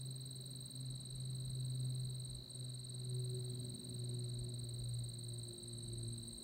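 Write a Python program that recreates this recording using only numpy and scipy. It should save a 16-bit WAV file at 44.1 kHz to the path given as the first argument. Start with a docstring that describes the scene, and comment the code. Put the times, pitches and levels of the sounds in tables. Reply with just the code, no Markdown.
"""A near tree cricket trills on a wooded hillside; a near katydid pulses and falters once, and others
answer from farther off. All sing by stridulation: each wing stroke drags a scraper over a file and
gives one short gliding tone, which the foliage scatters. A distant propeller plane drones, slowly
sinking in pitch; a far bird whistles twice, and light wind touches the microphone."""
import sys
import numpy as np
from scipy import signal
from scipy.fft import rfft, irfft, next_fast_len
from scipy.io import wavfile
from scipy.ndimage import map_coordinates

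SR = 44100
rng = np.random.default_rng(int(sys.argv[2]) if len(sys.argv) > 2 else 0)


def pcm_store(signal):
    """Save signal as 16-bit PCM."""
    levels = np.round(np.clip(np.atleast_2d(signal), -1, 1) * 32767)
    wavfile.write(sys.argv[1], SR, levels.astype(np.int16).T)


N = 283563

# One katydid wing stroke, timed from its middle: offset_s, tooth_rate_hz, relative_db
KATYDID_WING_STROKE = [(-.012, 8200, -35), (-.008, 8280, -10), (-.005, 8340, -1), (-.002, 8490, 0),
                       (.001, 8580, 0), (.004, 8500, -1), (.008, 8150, -5), (.010, 7850, -17),
                       (.014, 7300, -40)]


def near_cricket():
    """Stridulation: a fast trill of falling tones from a wing that radiates little below resonance."""
    # Unbroken run of wing strokes: time_s, stroke_count
    run = [(-.0018, 0), (1.2954, 70), (2.7781, 150), (3.7983, 205), (5.0079, 270), (6.4237, 346)]
    # One wing stroke, timed from its middle: offset_s, tooth_rate_hz, relative_db
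    stroke = [(-.0068, 4350, -35), (-.0048, 4210, -8), (-.0015, 4060, 0), (.0015, 3955, 0),
              (.0038, 3840, -5), (.0052, 3780, -16), (.0065, 3740, -40)]
    envelope, phase = stridulation(stroke_times(run), stroke, spread_db=.68, detune=.002,
                                   flutter_hz=13, flutter_db=.5, slip_rad=1)
    phase += 2.5 * wobble(12)  # the phase wanders slowly
    wing = np.sin(phase) + amp(-30.5) * np.sin(2 * phase) + amp(-29.5) * np.sin(3 * phase)
    trill = filtered(envelope * wing, lambda hz: amp(np.interp(hz, [3600, 3720], [-25, 0])))
    return amp(-57) * foliage(trill, wet_db=-13.5, t60_s=.058)


def near_katydid():
    """Stridulation: about twenty arched tones a second, with a faint rasp of the file."""
    # Wing strokes before the falter: time_s, stroke_count
    first_run = [(.0119, 0), (.4119, 8), (1.3061, 26), (2.1527, 43), (2.3535, 47)]
    # Wing strokes after it: time_s, stroke_count
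    second_run = [(2.5074, 0), (2.6494, 3), (2.999, 10), (3.552, 21), (3.9964, 30), (5.0933, 52),
                  (5.5858, 62), (6.4335, 79)]
    times = np.concatenate([stroke_times(first_run), stroke_times(second_run)])
    envelope, phase = stridulation(times, KATYDID_WING_STROKE, spread_db=.7, detune=.002,
                                   flutter_hz=40, flutter_db=1.4, slip_rad=2)
    rasp = noise([(5000, -30), (7200, -16), (8500, 5.5), (9300, -2.5), (10500, -10), (12000, -18),
                  (15000, -22)])
    wing = unit(np.sin(phase)) + amp(-20 + 3 * wobble(23)) * rasp
    return amp(-57.5) * foliage(envelope * wing, wet_db=-19, t60_s=.23)


def far_crickets():
    """Incoherent summation: many crickets merge into a shimmer under one higher, faster trill."""
    # One wing stroke: offset_s, tooth_rate_hz, relative_db
    stroke = [(-.007, 4660, -30), (-.0045, 4530, -8), (-.001, 4445, 0), (.002, 4390, -1),
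              (.007, 4260, -25)]
    times = steady_times(rate_hz=61.3, jitter=.0087)
    envelope, phase = stridulation(times, stroke, spread_db=.5, detune=.0012,
                                   flutter_hz=10, flutter_db=1, slip_rad=1)
    trill = foliage(envelope * np.sin(phase), wet_db=-8, t60_s=.16)
    # Spectrum of the hillside's many crickets: frequency_hz, density_db
    chorus = [(3400, -49), (3750, -8.5), (4000, -8), (4250, 4.5), (4500, -7), (4700, -6), (4900, -27),
              (5400, -45.5)]
    return amp(-68.5) * trill + amp(-72) * noise(chorus)


def far_katydids():
    """Independent rhythms: a rival drifts in and out of step with the near singer; two keep their beat."""
    # The rival's wing strokes: time_s, stroke_count
    rival_run = [(.024, 0), (2.39, 47), (3.54, 70), (5.71, 113), (6.41, 127)]
    # The rival's strength: time_s, level_db
    rival_levels = [(0, -79), (2.2, -72.5), (4.8, -72), (5.5, -70), (6.43, -66.5)]
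    # The two other singers: stroke_rate_hz, pitch_ratio, level_db
    singers = [(18.1, 0.94, -81), (18.7, 0.855, -85)]
    rival = far_katydid(stroke_times(rival_run), pitch_ratio=1.012, level_db=curve(rival_levels))
    others = sum(far_katydid(steady_times(hz, jitter=.026), ratio, db) for hz, ratio, db in singers)
    return rival + others


def far_katydid(times, pitch_ratio, level_db):
    """Scattering blurs the arched strokes: at a distance more of the sound arrives indirectly."""
    envelope, phase = stridulation(times, KATYDID_WING_STROKE, spread_db=1.3, detune=.0035,
                                   flutter_hz=53.7, flutter_db=1.3, slip_rad=1.8)
    return amp(level_db) * foliage(envelope * np.sin(pitch_ratio * phase), wet_db=-7, t60_s=.22)


def ticking_katydid():
    """Stridulation in brief strokes: high ticks over a soft scrape, in phrases about a second long."""
    # Phrases of the song: start_s, end_s, level_db
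    phrases = [(0, 0.823, -74), (1.322, 2.282, -77), (3.125, 4.02, -76), (4.55, 5.65, -77),
               (6.15, 6.434, -76)]
    # One tick: offset_s, tooth_rate_hz, relative_db
    tick = [(-.001, 15200, -25), (-.0002, 15050, 0), (.0002, 14950, 0), (.0014, 14400, -25)]
    t = np.arange(N) / SR
    ease_s = .07
    phrasing = sum(amp(db) * np.clip(np.minimum(t - start, end - t) / ease_s + .5, 0, 1)
                   for start, end, db in phrases)
    times = steady_times(rate_hz=56.5, jitter=.015)
    envelope, phase = stridulation(times, tick, spread_db=2.5, detune=.012,
                                   flutter_hz=200, flutter_db=1.5, slip_rad=2)
    scrape = noise([(9000, -39), (11500, -10), (12700, -5), (13700, -11.5), (14400, -9.5),
                    (15200, 1.5), (15800, -5), (16200, -34)])
    return phrasing * unit(scrape + amp(-.5) * unit(envelope * np.sin(phase)))


def propeller():
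    """Multipath interference: the blade tone fades and returns as its paths through the air shift."""
    # The sinking pitch: time_s, blade_rate_hz
    blade_rates = [(0, 130.7), (1.8, 127.6), (3.3, 124.6), (4, 122), (6.43, 115.4)]
    # The deep hum of the fundamental: time_s, relative_db
    hum = [(0, -47.5), (.55, -52.5), (.9, -45.5), (1.06, -52.5), (1.2, -44), (1.46, -45.5), (1.6, -41.5),
           (1.85, -40.5), (2.3, -47.5), (2.65, -44.5), (2.84, -51.5), (3.17, -41.5), (3.55, -46),
           (4.08, -43), (4.68, -46.5), (5, -41.5), (5.12, -49.5), (5.3, -46), (5.85, -46.5), (6.1, -43),
           (6.43, -58)]
    # The second harmonic, carrying better as the plane nears: time_s, relative_db
    second = [(0, -68), (.9, -65.5), (1.25, -77), (1.72, -60.5), (2.15, -77), (2.6, -65.5), (3.42, -69.5),
              (3.58, -56.5), (4.05, -63), (4.4, -62.5), (4.8, -71), (5.5, -67), (5.85, -59.5), (6.2, -58),
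              (6.43, -61)]
    # The third harmonic, likewise: time_s, relative_db
    third = [(0, -75.5), (.5, -68), (1.05, -84.5), (1.4, -68), (1.8, -74), (2.98, -69.5), (3.15, -55.5),
             (3.55, -56.5), (3.78, -65), (3.95, -60), (4.6, -61), (4.9, -72), (5.47, -59.5), (6.1, -61.5),
             (6.43, -68.5)]
    # Cancellations of the hum: time_s, half_width_s
    fades = [(.71, 0.056), (2.48, 0.16), (3.829, 0.15), (5.6, 0.2), (6.45, 0.28)]
    fade_floor, scatter_rad = .079, .045
    t = np.arange(N) / SR
    phase = 2 * np.pi * np.cumsum(curve(blade_rates)) / SR
    fading = np.prod([np.hypot(fade_floor, np.tanh((t - s) / width)) for s, width in fades], axis=0)
    gains = [fading * amp(curve(hum) + .57 * wobble(13)),
             amp(curve(second) + 2.3 * wobble(10)),
             amp(curve(third) + 2.3 * wobble(14))]
    # Turbulent air shakes the phase, more for each higher harmonic.
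    drone = sum(gain * unit(np.sin(k * (phase + scatter_rad * wobble(25))))
                for k, gain in enumerate(gains, 1))
    return amp(-.61) * drone


def plane_roar():
    """Broadband flow noise: a dull roar, and a slipstream rush that peaks once as the plane passes."""
    # Strength of the roar: time_s, level_db
    roar_levels = [(0, -61.5), (1.9, -59), (2.9, -63.5), (3.55, -54.5), (4.1, -57.5), (5.5, -61),
                   (6.05, -57.5), (6.43, -62)]
    # Spectrum of the roar: frequency_hz, density_db
    roar_spectrum = [(40, -31), (75, -7), (110, 0), (170, 0), (230, -3.5), (300, -11.5), (420, -17.5),
                     (700, -45)]
    # Spectrum of the slipstream: frequency_hz, density_db
    rush_spectrum = [(200, -20), (380, 6), (470, -6), (580, 2), (680, -5.5), (800, -16.5), (1300, -32.5)]
    roar = amp(curve(roar_levels) + 1.1 * wobble(4)) * noise(roar_spectrum)
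    rush_db = -71.5 + 3.5 * swell(peak_s=4.5, half_width_s=1.9) + wobble(7.6)
    return roar + amp(rush_db) * noise(rush_spectrum)


def bird():
    """Reverberation smears thin falling whistles from deep in the wood."""
    # Whistles: start_s, length_s, first_hz, last_hz, level_db
    whistles = [(3.261, .48, 3510, 3130, -86), (5.05, 0.73, 3350, 3068, -91)]
    t = np.arange(N) / SR
    calls = np.zeros(N)
    for start_s, length_s, first_hz, last_hz, level_db in whistles:
        progress = np.clip((t - start_s) / length_s, 0, 1)
        pitch_hz = first_hz + (last_hz - first_hz) * progress + 35 * wobble(90)
        envelope = amp(level_db) * np.sqrt(2 * np.abs(np.sin(np.pi * progress)))
        calls += envelope * np.sin(2 * np.pi * np.cumsum(pitch_hz) / SR)
    return np.std(calls) * foliage(calls, wet_db=0, t60_s=.53)


def wind():
    """Turbulent pressure fluctuations buffet the microphone softly, over an even hiss."""
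    # Gusts: peak_s, half_width_s, relative_db
    gusts = [(.9, .06, -62), (1.14, 0.043, -60), (1.5, .15, -62), (2.065, .04, -58), (2.35, 0.067, -57.5),
             (4.437, .06, -54.5), (4.9, 0.44, -59.5), (6.1, 0.34, -59)]
    # Spectrum of the buffeting: frequency_hz, density_db
    buffet_spectrum = [(15, -47), (28, -10), (40, -1.5), (56, 1.5), (80, -10), (130, -25.5), (300, -69)]
    # Spectrum of the hiss: frequency_hz, density_db
    hiss_spectrum = [(100, -4), (800, 1), (1200, -1), (2000, -5), (2800, -9), (3400, -5), (5200, -6.5),
                     (6400, -11), (9000, -10.5), (10500, -12), (12700, -5.5), (14000, -4), (15800, -9)]
    breeze = amp(-69.5)
    strength = breeze + sum(amp(db) * swell(s, width) for s, width, db in gusts)
    buffets = strength * amp(-2.5 + 1.5 * wobble(11)) * noise(buffet_spectrum)
    return buffets + amp(-72) * noise(hiss_spectrum)


def stridulation(times, stroke, spread_db, detune, flutter_hz, flutter_db, slip_rad):
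    """Envelope and phase of a scraper running unevenly over a file: the tooth rate sets the pitch."""
    t = np.arange(N) / SR
    nearest = np.searchsorted((times[1:] + times[:-1]) / 2, t)
    # Each stroke has its own strength, pitch, speed and starting phase.
    strength, pitch, speed, slip = rng.standard_normal((len(times), 4))[nearest].T
    offset_s = (t - times[nearest]) * (1 + .027 * speed)
    stroke_s, stroke_hz, stroke_db = np.transpose(stroke)
    contour_db = np.interp(offset_s, stroke_s, stroke_db, left=-120, right=-120)
    envelope = amp(contour_db + spread_db * strength + flutter_db * wobble(450))
    tooth_hz = np.interp(offset_s, stroke_s, stroke_hz) * (1 + detune * pitch) + flutter_hz * wobble(600)
    cycles = np.cumsum(tooth_hz) / SR
    cycles -= np.interp(times, t, cycles)[nearest]  # every stroke meets the file anew
    return unit(envelope), 2 * np.pi * cycles + slip_rad * slip


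def foliage(x, wet_db, t60_s):
    """Diffuse scattering by leaves and trunks adds a decaying tail; the sum has rms 1."""
    t = np.arange(SR // 2) / SR
    tail = rng.standard_normal(len(t)) * amp(-60 * t / t60_s) * (1 - np.exp(-t / .00071))
    return unit(x + amp(wet_db) * unit(signal.fftconvolve(x, tail)[:N]))


def stroke_times(run):
    """The time of every stroke, interpolated from rows of time_s, stroke_count."""
    time_s, count = np.transpose(run)
    return np.interp(np.arange(count[-1] + 1), count, time_s)


def steady_times(rate_hz, jitter):
    """Stroke times of a singer whose period varies a little at random."""
    count = int(rate_hz * N / SR) + 3
    return (np.cumsum(1 + jitter * rng.standard_normal(count)) - 1) / rate_hz


def noise(spectrum):
    """White noise shaped by rows of frequency_hz, density_db, then scaled to rms 1."""
    frequency_hz, density_db = np.transpose(spectrum)
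    white = rng.standard_normal(N)
    return unit(filtered(white, lambda hz: amp(np.interp(np.log(hz + 1), np.log(frequency_hz), density_db))))


def filtered(x, response):
    """Linear filtering: the spectrum of x times a frequency response."""
    size = next_fast_len(N + SR // 2)
    return irfft(rfft(x, size) * response(np.fft.rfftfreq(size, 1 / SR)), size)[:N]


def curve(rows):
    """Linear interpolation of rows of time_s, value at every sample."""
    return np.interp(np.arange(N) / SR, *np.transpose(rows))


def wobble(rate_hz):
    """A smooth random curve with rate_hz knots a second."""
    knots = rng.standard_normal(int(N * rate_hz / SR) + 4)
    return map_coordinates(knots, [np.arange(N) * rate_hz / SR])


def swell(peak_s, half_width_s):
    """A Gaussian rise to 1 and fall back to 0."""
    return np.exp(-((np.arange(N) / SR - peak_s) / half_width_s) ** 2)


def amp(db):
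    """Decibels to gain."""
    return 10 ** (np.asarray(db) / 20)


def unit(x):
    """Scale to rms 1."""
    return x / np.sqrt(np.mean(x ** 2) + 1e-20)


def scene():
    """Superposition: the pressures of all sources add at one microphone."""
    insects = near_cricket() + far_crickets() + near_katydid() + far_katydids() + ticking_katydid()
    return (insects + bird() + propeller() + plane_roar() + wind())[None]


def record(dry):
    """Band limiting: an ideal low-pass filter passes nothing above 15.8 kHz."""
    return filtered(dry[0], lambda hz: hz < 15800)[None]


dry = scene()
out = record(dry)
pcm_store(out)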